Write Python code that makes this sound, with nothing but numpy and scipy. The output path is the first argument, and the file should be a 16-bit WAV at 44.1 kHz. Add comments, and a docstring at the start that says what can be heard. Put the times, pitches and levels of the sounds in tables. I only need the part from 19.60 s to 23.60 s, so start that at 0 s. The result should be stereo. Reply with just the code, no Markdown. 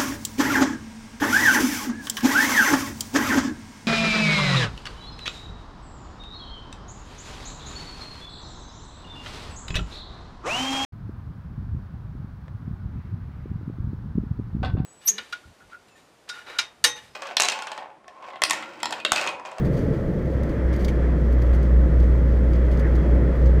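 """Inside a vehicle on a snowy highway. The engine settles to a slightly lower speed, where its
firing note makes the cabin boom. Tyres rumble through the floor and air rushes along the left
side window. Loose plastic trim rattles over bumps in the road and, once, rubs and squeaks."""
import sys
import numpy as np
from scipy import signal
from scipy.fft import rfft, irfft, next_fast_len
from scipy.io import wavfile
from scipy.ndimage import map_coordinates

SR = 44100
rng = np.random.default_rng(int(sys.argv[2]) if len(sys.argv) > 2 else 0)


def to_wav(s):
    """Save 16-bit WAV."""
    ch = np.atleast_2d(s).T  # columns
    pcm = np.round(np.clip(ch, -1, 1) * 32767)  # PCM
    wavfile.write(sys.argv[1], SR, pcm.astype(np.int16))


N = 176400  # 4 s


def amp(db):
    """Decibels to gain."""
    return 10 ** (np.asarray(db) / 20)


def unit_rms(x):
    """x scaled to rms 1."""
    return x / np.sqrt(np.mean(x ** 2) + 1e-20)


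def over_frequency(rows, hz):
    """Value columns of a (frequency, ...) table, interpolated at hz on a log axis."""
    knots_hz, *columns = np.transpose(rows)
    return np.array([np.interp(np.log(hz + 1), np.log(knots_hz + 1), column) for column in columns])


def over_time(rows):
    """One value per sample from (time, value) rows."""
    return np.interp(np.arange(N) / SR, *np.transpose(rows))


def wobble(knots_per_s):
    """Smooth random curve, rms about 1."""
    position = np.arange(N) * knots_per_s / SR
    return map_coordinates(rng.standard_normal(N // 100), [position], mode="mirror")


def swell(centre_s, sigma_s):
    """Gaussian rise and fall, peak 1."""
    return np.exp(-((np.arange(N) / SR - centre_s) / sigma_s) ** 2 / 2)


def decay(t, t60_s):
    """Exponential fall, 60 dB in t60_s."""
    return np.exp(-np.log(1000) * t / t60_s)


def filtered(x, response):
    """x with its spectrum multiplied by response(hz)."""
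    length = x.shape[-1]
    padded = next_fast_len(length + SR // 4)
    hz = np.fft.rfftfreq(padded, 1 / SR)
    return irfft(rfft(x, padded) * response(hz), padded)[..., :length]


def ring(x, t60_s):
    """x convolved with a decaying stereo noise tail of energy 1."""
    t = np.arange(SR // 4) / SR
    tail = rng.standard_normal((2, len(t))) * decay(t, t60_s)
    tail /= np.linalg.norm(tail, axis=1, keepdims=True)
    return signal.fftconvolve(np.atleast_2d(x), tail, axes=1)[:, :x.shape[-1]]


# Cabin noise field (frequency [Hz], left-right correlation [-1..1])
EAR_CORRELATION = [(85, 0.97), (220, .84), (330, 0.94), (410, 0.35), (640, 0.57), (770, -0.19),
                   (1280, -0.26), (1530, -0.56), (1780, 0.24), (1980, 0.46), (2400, -0.056)]
def cabin_noise():
    """White stereo noise, alike at both ears in the bass, unrelated in the treble."""
    def mid_side_gains(hz):
        correlation = over_frequency(EAR_CORRELATION, hz)[0]
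        angle = np.arccos(np.clip(correlation, -1, 1)) / 2
        return np.array([np.cos(angle), np.sin(angle)])

    mid, side = filtered(rng.standard_normal((2, N)), mid_side_gains)
    return np.array([mid + side, mid - side])


def shaped_noise(spectrum):
    """Cabin noise with a tabulated spectrum, rms 1."""
    return unit_rms(filtered(cabin_noise(), lambda hz: amp(over_frequency(spectrum, hz))))


def band_noise(centre_hz, sigma_oct):
    """Cabin noise in one Gaussian band, rms 1."""
    bell = lambda hz: np.exp(-(np.log2((hz + 1) / centre_hz) / sigma_oct) ** 2 / 2)
    return unit_rms(filtered(cabin_noise(), bell))


# Air rush (frequency [Hz], left relative density [dB], right relative density [dB])
AIR_SPECTRUM = [(400, -8, -41), (796, -7.5, -10), (966, -2, 0), (1280, 1.5, -5), (1530, 1, -6),
                (1680, -1, -8), (2017, -2, -10), (2180, -12, -9.5), (2800, -18, -20.5), (3300, -35.5, -15),
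                (3850, -36.5, -31), (6000, -52.5, -60)]
# Air rush (time [s], level [dB])
AIR_ENVELOPE = [(0, -39), (.55, -43), (.95, -39), (1.25, -39), (1.45, -38), (1.7, -40.5), (1.92, -38.5),
                (2.2, -40.5), (2.8, -40.5), (3.3, -38), (4, -39.5)]
# Fine hiss (frequency [Hz], relative density [dB])
HISS_SPECTRUM = [(2000, 1.5), (3300, 5), (4400, 5), (5800, 2), (7200, -3.5), (8700, -7.5), (9700, -16.5),
                 (15000, -19.5)]
def window_air(hiss_mean_db=-57.5, hiss_db_per_air_db=0.4):
    """Air rushes along the left window; a fine hiss rises and falls with it."""
    air_db = over_time(AIR_ENVELOPE)
    hiss_db = hiss_mean_db + hiss_db_per_air_db * (air_db - air_db.mean())
    rush = amp(air_db + 0.37 * wobble(16)) * shaped_noise(AIR_SPECTRUM)
    hiss = amp(hiss_db + 0.62 * wobble(19)) * shaped_noise(HISS_SPECTRUM)
    return rush + hiss


# Tread roar (frequency [Hz], relative density [dB])
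ROAR_SPECTRUM = [(120, -28.5), (230, -2), (315, -1), (385, -3), (450, -2), (495, -3.5), (535, -0.5),
                 (590, -7), (660, -13), (715, -12.5), (770, -21.5), (855, -14.5), (950, -28), (1500, -64.5)]
# Tread roar (time [s], level [dB])
ROAR_ENVELOPE = [(0, -27.5), (.65, -29.5), (1.1, -28), (2.7, -30), (3.5, -26.5), (4, -29.5)]
# Floor rumble (frequency [Hz], relative density [dB])
RUMBLE_SPECTRUM = [(12, -44.5), (22, 0), (30, 1), (42, -4.5), (78, -2), (150, 0.5), (178, -1), (215, -6),
                   (300, -18), (500, -60)]
# Floor rumble (time [s], level [dB])
RUMBLE_ENVELOPE = [(0, -23.5), (.25, -25.4), (.55, -26.5), (1.6, -27.2), (2.2, -25.7)]
def tyres(roar_left_over_right_db=1.3):
    """Tyres rumble through the floor; their tread roars, slightly louder on the left."""
    balance = amp([[roar_left_over_right_db / 2], [-roar_left_over_right_db / 2]])
    roar = amp(over_time(ROAR_ENVELOPE) + 0.55 * wobble(5.9)) * shaped_noise(ROAR_SPECTRUM)
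    rumble = amp(over_time(RUMBLE_ENVELOPE) + 0.45 * wobble(8)) * shaped_noise(RUMBLE_SPECTRUM)
    return rumble + balance * roar


# Road and air surges (time [s], sigma [s], centre [Hz], sigma [oct], peak level [dB])
NOISE_SURGES = [(0.07, 0.04, 137, .3, -21), (0.307, 0.021, 160, 0.43, -23), (0.28, 0.16, 435, 0.062, -31),
                (1.15, 0.083, 1820, 0.21, -46), (3.245, 0.034, 1670, 0.27, -37.5)]
def surges():
    """Road and air noise swell briefly in single bands: thuds, a hum, swishes."""
    return sum(amp(db) * swell(centre_s, sigma_s) * band_noise(hz, sigma_oct)
               for centre_s, sigma_s, hz, sigma_oct, db in NOISE_SURGES)


CABIN_T60_S, CABIN_REVERB_DB = 0.076, -7.5
def trim_squeak(pitch_hz=3270, waver_hz=11, level_db=-59.5):
    """Trim rubs briefly and sings one faint, unsteady note."""
    hz = pitch_hz + waver_hz * wobble(60)
    tone = np.sin(2 * np.pi * np.cumsum(hz) / SR)
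    return amp(level_db) * swell(centre_s=3.44, sigma_s=0.055) * unit_rms(ring(tone, CABIN_T60_S))


# Plastic trim resonances (frequency [Hz], gain [dB])
TRIM_MODES = [(2150, 11), (3200, 5), (4550, 3), (6150, 0), (8200, -12), (10900, -9.5), (13000, -15.5),
              (14700, -16)]
def trim_response(hz, q=5.5):
    """Summed gain of the trim's damped resonances."""
    return sum(amp(db) / (1 + (2 * q * (hz / mode_hz - 1)) ** 2) for mode_hz, db in TRIM_MODES)


def trim_ticks(ticks_per_s=24, spread_db=1.5, level_db=-66):
    """Loose trim gives faint stray ticks at random times."""
    impulses = (rng.random(N) < ticks_per_s / SR) * amp(spread_db * rng.standard_normal(N))
    ticks = filtered(ring(impulses, t60_s=0.03), trim_response)
    return amp(level_db) * unit_rms(ticks)


def contact_chatter(t, contacts_per_s=1200, spread_db=1.5, t60_s=0.0075):
    """Amplitude envelope of tiny random plastic contacts whose energies add."""
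    contacts = (rng.random(len(t)) < contacts_per_s / SR) * amp(spread_db * rng.standard_normal(len(t)))
    contacts[0] = 2  # firm first hit
    energy = signal.fftconvolve(contacts ** 2, decay(t, t60_s) ** 2)[:len(t)]
    return np.sqrt(np.abs(energy))


# Trim rattles (onset [s], peak level [dB], t60 [s], treble tilt [dB/oct])
JOLTS = [(.047, -46, .11, 0.5), (.124, -50.5, 0.3, 0), (0.165, -49, 0.35, 0), (0.333, -50.5, 0.19, -5),
         (.833, -47, 0.033, 0), (0.891, -49.5, 0.1, -1.5), (1.127, -43.5, 0.11, -1),
         (1.162, -47, 0.04, 2.5), (1.183, -48.5, 0.44, -0.5), (1.2462, -34, 0.037, -1.5),
         (1.2813, -34, 0.074, -4), (1.723, -49.5, 0.064, 1), (1.819, -45.5, 0.036, 1),
         (1.928, -50.5, .12, 1.5), (1.947, -49.5, 0.055, 2.5), (2.028, -48, 0.081, -1),
         (2.4, -49, 0.04, -1.5), (2.423, -53, 0.23, -2.5), (2.93, -46.5, .12, -4), (3.11, -47, .17, -1.5),
         (3.173, -48, .045, -1.5), (3.192, -44, 0.075, -0.5), (3.353, -46, .04, -1),
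         (3.856, -46, 0.09, -1.5)]
def trim_rattles(rise_per_t60=0.027, lowest_note_cycles=106):
    """Each road jolt sets off a dying chatter in the loose trim."""
    rattles = np.zeros((2, N + SR))
    t = np.arange(SR // 2) / SR
    for onset_s, db, t60_s, tilt_db_per_oct in JOLTS:
        def colour(hz):
            low_cut_hz = lowest_note_cycles / t60_s  # short rattles sound thin
            tilt = amp(tilt_db_per_oct * np.log2(1 + hz / 1000))
            return trim_response(hz) * tilt / (1 + (low_cut_hz / (hz + 1)) ** 6)

        chatter = contact_chatter(t) * filtered(rng.standard_normal((2, len(t))), colour)
        envelope = (1 - np.exp(-t / (rise_per_t60 * t60_s))) * decay(t, t60_s)
        rms = amp(db) * np.sqrt(np.mean(envelope ** 2)) / envelope.max()
        start = round(onset_s * SR)
        rattles[:, start:start + len(t)] += rms * unit_rms(chatter * envelope)
    return rattles[:, :N]


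# Engine speed (time [s], firing rate [Hz])
FIRING_RATE = [(0, 65.6), (.65, 66.2), (.9, 63.8), (1.1, 63.3), (1.3, 61.1), (1.5, 60.7)]
# Cabin boom at the firing rate (time [s], level [dB])
BOOM_ENVELOPE = [(0, -34), (.64, -31.5), (.74, -23), (.82, -22), (.89, -34), (1, -22.5), (1.12, -19),
                 (1.19, -27), (1.25, -20.5), (1.44, -20), (1.53, -18.5), (1.9, -15), (2.06, -17.3),
                 (2.17, -12.3), (2.3, -17.5), (2.41, -12.5), (2.55, -15.5), (3.08, -16), (3.3, -17.3),
                 (3.38, -14), (3.45, -21), (3.54, -12.5), (3.62, -18), (3.77, -19.5), (3.85, -12.5),
                 (4, -16)]
# Engine overtones (frequency [x firing rate], level [dB])
OVERTONES = [(2, -40), (2.5, -37.5), (3, -44), (5, -45), (5.5, -47)]
def engine(boom_waver_db=0.6, overtone_waver_db=1.4):
    """The firing note booms in the cabin as the engine slows; weak overtones waver above it."""
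    firing_phase = 2 * np.pi * np.cumsum(over_time(FIRING_RATE)) / SR
    note = amp(over_time(BOOM_ENVELOPE) + boom_waver_db * wobble(11)) * np.sin(firing_phase)
    for multiple, db in OVERTONES:
        gain = amp(db + overtone_waver_db * wobble(3))
        phase = multiple * firing_phase + rng.uniform(0, 2 * np.pi) + 0.4 * wobble(4.6)
        note += gain * np.sin(phase)
    return np.sqrt(2) * note  # levels are rms


def scene():
    """Stereo mix behind the windscreen; the trim reverberates briefly in the cabin."""
    trim = trim_rattles() + trim_ticks()
    reverb = amp(CABIN_REVERB_DB) * ring(trim, CABIN_T60_S)
    return engine() + tyres() + surges() + window_air() + trim_squeak() + trim + reverb


def record(dry, cutoff_hz=15750):
    """Brick-wall low-pass."""
    return filtered(dry, lambda hz: hz < cutoff_hz)


dry = scene()
out = record(dry)
to_wav(out)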